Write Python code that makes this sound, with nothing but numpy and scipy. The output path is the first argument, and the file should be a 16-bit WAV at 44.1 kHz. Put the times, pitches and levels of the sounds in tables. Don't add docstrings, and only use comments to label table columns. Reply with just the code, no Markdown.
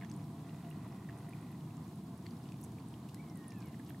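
import sys
import numpy as np
from scipy import signal
from scipy.fft import rfft, irfft
from scipy.io import wavfile

SR = 44100
rng = np.random.default_rng(int(sys.argv[2]) if len(sys.argv) > 2 else 0)


def to_wav(sig):
    pcm = np.clip(np.atleast_2d(sig), -1, 1) * 32767
    pcm = np.round(pcm).astype(np.int16)
    wavfile.write(sys.argv[1], SR, pcm.T)


N = 176400
TIME = np.arange(N) / SR
HZ = np.maximum(np.arange(N // 2 + 1) * SR / N, 1)


def from_db(db):
    return 10 ** (np.asarray(db) / 20)


def unit_rms(x):
    return x / np.sqrt(np.mean(x ** 2) + 1e-20)


def over_hz(points):
    hz, value = np.transpose(points)
    return np.interp(np.log(HZ), np.log(hz), value)


def fader(points):
    return from_db(np.interp(TIME, *np.transpose(points)))


def drift(rate_hz):
    return unit_rms(irfft(rfft(rng.standard_normal(N)) / (1 + (HZ / rate_hz) ** 2), N))


def wavering_tone(hz, width_hz):
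    return unit_rms(np.sin(2 * np.pi * np.cumsum(hz + width_hz / 2 * drift(7.77)) / SR))


def ragged_tone(phase, width_hz):
    return unit_rms(drift(width_hz) * np.sin(phase) + drift(width_hz) * np.cos(phase))


def band_noise(edges_hz, samples):
    band = signal.butter(2, edges_hz, "band", fs=SR, output="sos")
    return unit_rms(signal.sosfilt(band, rng.standard_normal(samples)))


def air_noise(spectrum, flicker_db):
    # f/Hz, correlation (capped at 1 below)
    likeness = [(300, 0.96), (420, 1.46), (700, 1), (1200, 0.72), (2400, .5), (4400, 0.21), (6000, 0.26),
                (8100, 1), (10500, 0.73), (15000, 0.2)]
    # f/Hz, left minus right/dB
    balance = [(300, -1.5), (640, -3), (1200, -3), (2300, 0.3), (7000, 0), (15000, -0.5)]
    colour = from_db(over_hz(spectrum)) / np.sqrt(1 + (HZ / (2 * spectrum[-1][0])) ** 10)
    width = np.clip(HZ / 260 - 1, 0, 1)
    ears = np.array([[1], [-1]])
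    alike = 1 - width * (1 - np.clip(over_hz(likeness), 0, 1))
    mid, side = rfft(rng.standard_normal((2, N)))
    stereo = np.sqrt(1 + alike) * mid + np.sqrt(1 - alike) * side * ears
    lean = from_db(ears * width * over_hz(balance) / 2)
    return unit_rms(irfft(colour * stereo * lean, N)) * from_db(flicker_db * drift(17.0))


def add(out, start_s, sound):
    i = max(int(start_s * SR), 0)
    out[..., i:i + sound.shape[-1]] += sound[..., :max(N - i, 0)]


def over_water(sound):
    spread_db, echo_s, echo_db = 4, 0.0019, -10.5
    out = np.zeros((2, 2 * len(sound)))
    for ear, pan_db in zip(out, np.array([1, -1]) * rng.normal() * spread_db / 2):
        add(ear, 0, sound * from_db(pan_db))
        add(ear, echo_s * rng.uniform(0.87, 1.3), sound * from_db(echo_db))
    return out


def bank_scatter(sound, t60_s=0.12, wet_db=-9):
    t = TIME[:SR // 4]
    tail = rng.standard_normal((2, len(t))) * from_db(-60 * t / t60_s)
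    tail /= np.sqrt(np.sum(tail ** 2, axis=1, keepdims=True))
    return sound + from_db(wet_db) * signal.fftconvolve(sound, tail, axes=1)[:, :N]


def traffic():
    # f/Hz, relative level/dB
    rumble_colour = [(25, -42), (48, -35), (60, -31), (70, -21), (82, -4.5), (93, -12), (108, 0), (135, 1),
                     (158, -1), (185, 0), (225, -2.5), (265, -6), (298, -4), (340, -10), (390, -16),
                     (560, -30)]
    # f/Hz, relative level/dB
    tyre_colour = [(350, -17.5), (470, 0), (570, -7), (660, 1), (790, 0.5), (890, -1.5), (1030, 2),
                   (1170, -4.5), (1320, -9.5), (1600, -13), (2100, -14.5), (3500, -25.5)]
    # t/s, level/dB
    tyre_ride = [(0, -61.5), (1.2, -61.5), (2.2, -62.5), (3.2, -62), (4, -63.5)]
    rumble = from_db(-47) * air_noise(rumble_colour, flicker_db=0.23)
    return rumble + fader(tyre_ride) * air_noise(tyre_colour, flicker_db=1.38)


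def hiss():
    # f/Hz, relative level/dB
    colour = [(1000, 1), (2000, -2.5), (3000, 2.5), (4000, 4), (5200, 0), (6500, -1), (8200, -1.5),
              (9800, -1), (12000, -3), (14000, -3.5), (15800, -7)]
    return from_db(-68) * air_noise(colour, flicker_db=0.6)


def far_hum(hz=686.6):
    # t/s, level/dB
    ride = [(0, -66.5), (1.0, -69.5), (1.5, -67.5), (2.3, -72.5), (4, -75.5)]
    return fader(ride) * ragged_tone(2 * np.pi * hz * TIME, width_hz=12)


def far_engine():
    # t/s, level/dB
    ride = [(0, -53.5), (.3, -52), (.75, -52.5), (1.0, -63), (1.4, -58.5), (1.8, -51), (2.1, -57),
            (2.5, -63.5), (4, -68)]
    return fader(ride) * wavering_tone(hz=157, width_hz=10.97)


def whines():
    # f/Hz, rms level/dB, width/Hz
    tones = [(3352, -92, 8), (8000, -92.5, 2), (12000, -88, 2)]
    return sum(from_db(db) * wavering_tone(hz, width_hz) for hz, db, width_hz in tones)


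def lens_motor(start_s=0.4465, stop_s=1.56, level_db=-62):
    # f/Hz, relative level/dB, t60/s
    modes = [(1490, -5, 0.018), (1950, 0, 0.023), (2060, -8.5, 0.016), (2480, -1, 0.011),
             (3320, -11, 0.0074)]
    group_s, accents_db = 0.02, [-0.5, -6.5, -7.5, -18]
    jitter_s, uneven_db = 0.0001, 3.5
    out, t = np.zeros((2, N)), TIME[:SR // 50]
    for step, step_s in enumerate(np.arange(start_s, stop_s, group_s / len(accents_db))):
        knock = np.zeros((2, len(t)))
        for hz, db, t60_s in modes:
            strike_db = db + uneven_db * rng.standard_normal((2, 1))
            knock += from_db(strike_db - 60 * t / t60_s) * np.sin(2 * np.pi * hz * t)
        gain = from_db(level_db + accents_db[step % len(accents_db)])
        add(out, step_s + jitter_s * rng.normal(), gain * knock)
    return out


def reed_ticks(attack_s=0.00017, t60_s=0.0071, trim_db=-2, top_hz=13400):
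    # t/s, centre f/Hz, level before trim/dB, width/octaves
    ticks = [(.048, 5900, -51.5, 0.37), (0.115, 6540, -42, 0.73), (.164, 9700, -49.5, .3),
             (.174, 11000, -53, .6), (0.703, 11400, -46.5, 0.49), (.878, 11900, -53, .5),
             (1.176, 9500, -53, .3), (1.186, 9300, -54, .4), (1.191, 10500, -57, .4),
             (1.29, 10300, -53, 0.44), (1.294, 10300, -50, .3), (1.414, 10000, -53.5, .3),
             (1.516, 11800, -45, 0.16), (1.769, 7400, -54, 0.33), (1.958, 10300, -51, .15),
             (2.037, 11300, -48, 0.13), (2.177, 10600, -51, .2), (2.265, 6000, -55, 1),
             (2.521, 4440, -50, 1.3), (2.613, 11000, -45, 1.3), (2.619, 11500, -50, 0.5),
             (2.630, 6500, -50, .3), (2.637, 8500, -45, 0.76), (2.64, 10000, -45, .5),
             (2.6413, 9500, -46, 1), (2.647, 8000, -45, 0.84), (2.720, 7000, -52, 1.1),
             (2.886, 8970, -48, 0.18), (3.088, 10300, -47.5, .2), (3.145, 4900, -41.5, 3.2),
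             (3.357, 8400, -51, .3), (3.373, 10400, -47, 0.41), (3.481, 10150, -36, 0.16),
             (3.522, 5550, -52, 1.1), (3.585, 12500, -50, .2), (3.658, 12700, -49, 0.35),
             (3.684, 10850, -52, .2), (3.793, 9500, -49, .3), (3.849, 12300, -50, 0.35),
             (3.864, 6000, -53, 1), (3.877, 8300, -54, 0.66), (3.883, 13500, -51, .3),
             (3.894, 11500, -50, 0.63), (3.899, 12500, -43.5, 0.17)]
    out, t = np.zeros((2, N)), TIME[:SR // 20]
    envelope = (1 - np.exp(-t / attack_s)) * from_db(-60 * t / t60_s)
    for start_s, hz, db, octaves in ticks:
        grain = band_noise(hz * 2 ** (np.array([-0.5, 0.5]) * octaves), len(t))
        add(out, start_s, over_water(from_db(db + trim_db) * grain * envelope))
    return signal.sosfilt(signal.butter(2, top_hz, fs=SR, output="sos"), out)


def far_birds(wobble=0.00604, flutter_db=2, rasp=0.43):
    # t/s, f/Hz, level/dB
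    mews = [
        [(3.168, 1950, -69), (3.195, 2290, -60), (3.225, 2320, -68), (3.255, 2270, -74), (3.28, 2140, -68.5),
         (3.33, 2066, -71.5), (3.385, 1875, -70), (3.475, 1857, -65), (3.55, 1780, -69), (3.655, 1520, -71)],
        [(3.47, 2820, -78), (3.53, 2750, -77), (3.58, 2560, -71), (3.63, 2380, -70), (3.688, 2090, -67),
         (3.70, 2050, -76)],
        [(3.64, 3020, -80), (3.66, 2960, -73), (3.70, 2785, -80)],
    ]
    out = np.zeros(N)
    for mew in mews:
        times, hz, db = np.transpose(mew)
        pitch_hz = np.interp(TIME, times, hz) * (1 + wobble * drift(37.7))
        phase = 2 * np.pi * np.cumsum(pitch_hz) / SR
        level_db = np.interp(TIME, times, db, left=-200, right=-200) + flutter_db * drift(30)
        hoarseness = rasp * ragged_tone(phase, width_hz=109) / np.sqrt(2)
        out += from_db(level_db) * (np.sin(phase) + hoarseness)
    return out


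def drop(hz, t60_s):
    attack_s, chirp_per_s, bubble_db = 0.00029, 2.6, -1
    splash_gain, splash_t60_s = 0.29, 0.0097
    t = TIME[:SR // 20]
    phase = 2 * np.pi * hz * t * (1 + chirp_per_s * t / 2)
    bubble = np.sin(phase) * from_db(bubble_db - 60 * t / t60_s)
    splash = band_noise([0.63 * hz, 1.52 * hz], len(t)) * from_db(-60 * t / splash_t60_s)
    return (bubble + splash_gain * splash) * (1 - np.exp(-t / attack_s))


def plinks():
    # t/s, bubble f/Hz, gain/dB, t60/s
    drops = [(.012, 2120, -45, 0.02), (0.022, 1880, -42.5, 0.011), (.034, 1710, -48.5, 0.029),
             (0.047, 1850, -43, 0.0075), (0.098, 6240, -44, 0.011), (.139, 6800, -51, 0.0088),
             (.196, 2230, -49, 0.0056), (.494, 2690, -50, 0.0088), (.648, 2750, -53, 0.0091),
             (.712, 2750, -49.5, 0.013), (1.089, 1810, -44.5, 0.02), (1.096, 1840, -44, 0.012),
             (1.3336, 2390, -46, 0.02), (1.608, 2970, -57, .01), (1.707, 2600, -55, .01),
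             (2.2597, 2040, -48, 0.013), (2.265, 1950, -42.5, 0.0056), (2.265, 4400, -41.5, 0.012),
             (2.288, 3180, -58, 0.016), (2.308, 4650, -48.5, 0.0085), (2.369, 5340, -51.5, 0.0065),
             (2.456, 2800, -52, 0.0086), (2.489, 3100, -44.5, 0.0028), (2.5211, 2540, -42.5, 0.0043),
             (2.542, 2360, -51, .01), (2.785, 2380, -51, 0.013), (2.800, 4480, -51.5, .008),
             (2.940, 3080, -48, 0.0068), (3.089, 2700, -49, 0.011), (3.094, 4770, -52, 0.0073),
             (3.298, 5510, -50, .008), (3.506, 5340, -48, 0.0074), (3.520, 2380, -47, 0.011),
             (3.605, 5500, -46, 0.0039), (3.62, 4430, -49, 0.0053), (3.626, 2510, -49, 0.0073),
             (3.672, 5600, -52, 0.0065), (3.744, 1900, -51, 0.0079), (3.797, 1690, -53, 0.025),
             (3.905, 1710, -45.5, 0.0061), (3.946, 1840, -48.5, 0.013)]
    out = np.zeros((2, N))
    for start_s, hz, db, t60_s in drops:
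        add(out, start_s, over_water(from_db(db) * drop(hz, t60_s)))
    return out


def patter(per_s=30, low_hz=1840, high_hz=11400, softest_db=-63.5, range_db=7):
    out = np.zeros((2, N))
    for when, pitch, size in rng.random((int(per_s * N / SR), 3)):
        droplet = drop(low_hz * (high_hz / low_hz) ** pitch, t60_s=0.0061)
        add(out, when * N / SR, over_water(from_db(softest_db + range_db * size) * droplet))
    return out


def spatters(droplets_per_s=600, range_octaves=0.99, range_db=5):
    # t/s, length/s, centre f/Hz, top droplet gain/dB
    splashes = [(.01, 0.046, 1890, -51), (0.091, .025, 2270, -54), (0.364, 0.044, 2000, -61),
                (2.26, .008, 2500, -50), (2.439, 0.05, 3550, -60), (2.783, 0.024, 2880, -65),
                (2.942, 0.0093, 2900, -57), (3.087, .009, 3200, -49), (3.43, 0.023, 2200, -58),
                (3.517, .011, 2400, -51), (3.61, .035, 3180, -60.5), (3.681, 0.016, 2400, -54),
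                (3.722, 0.026, 1800, -55), (3.788, 0.015, 1890, -55), (3.857, .025, 3320, -55.5),
                (3.887, 0.019, 2700, -51)]
    out = np.zeros((2, N))
    for start_s, length_s, hz, db in splashes:
        count = max(int(droplets_per_s * length_s), 1)
        for k, (when, pitch, size) in enumerate(rng.random((count, 3))):
            droplet = drop(hz * 2 ** (range_octaves * (pitch - 0.5)), t60_s=0.0042)
            gain = from_db(db - range_db * (1 - size))
            add(out, start_s + length_s * (k + when) / count, over_water(gain * droplet))
    return out


def scene():
    bed = traffic() + hiss() + far_hum() + far_engine() + whines()
    return bed + lens_motor() + bank_scatter(reed_ticks() + far_birds() + plinks() + patter() + spatters())


def record(dry):
    cutoff_hz = 15800
    return irfft(rfft(dry) / np.sqrt(1 + (HZ / cutoff_hz) ** 400), N)


dry = scene()
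out = record(dry)
to_wav(out)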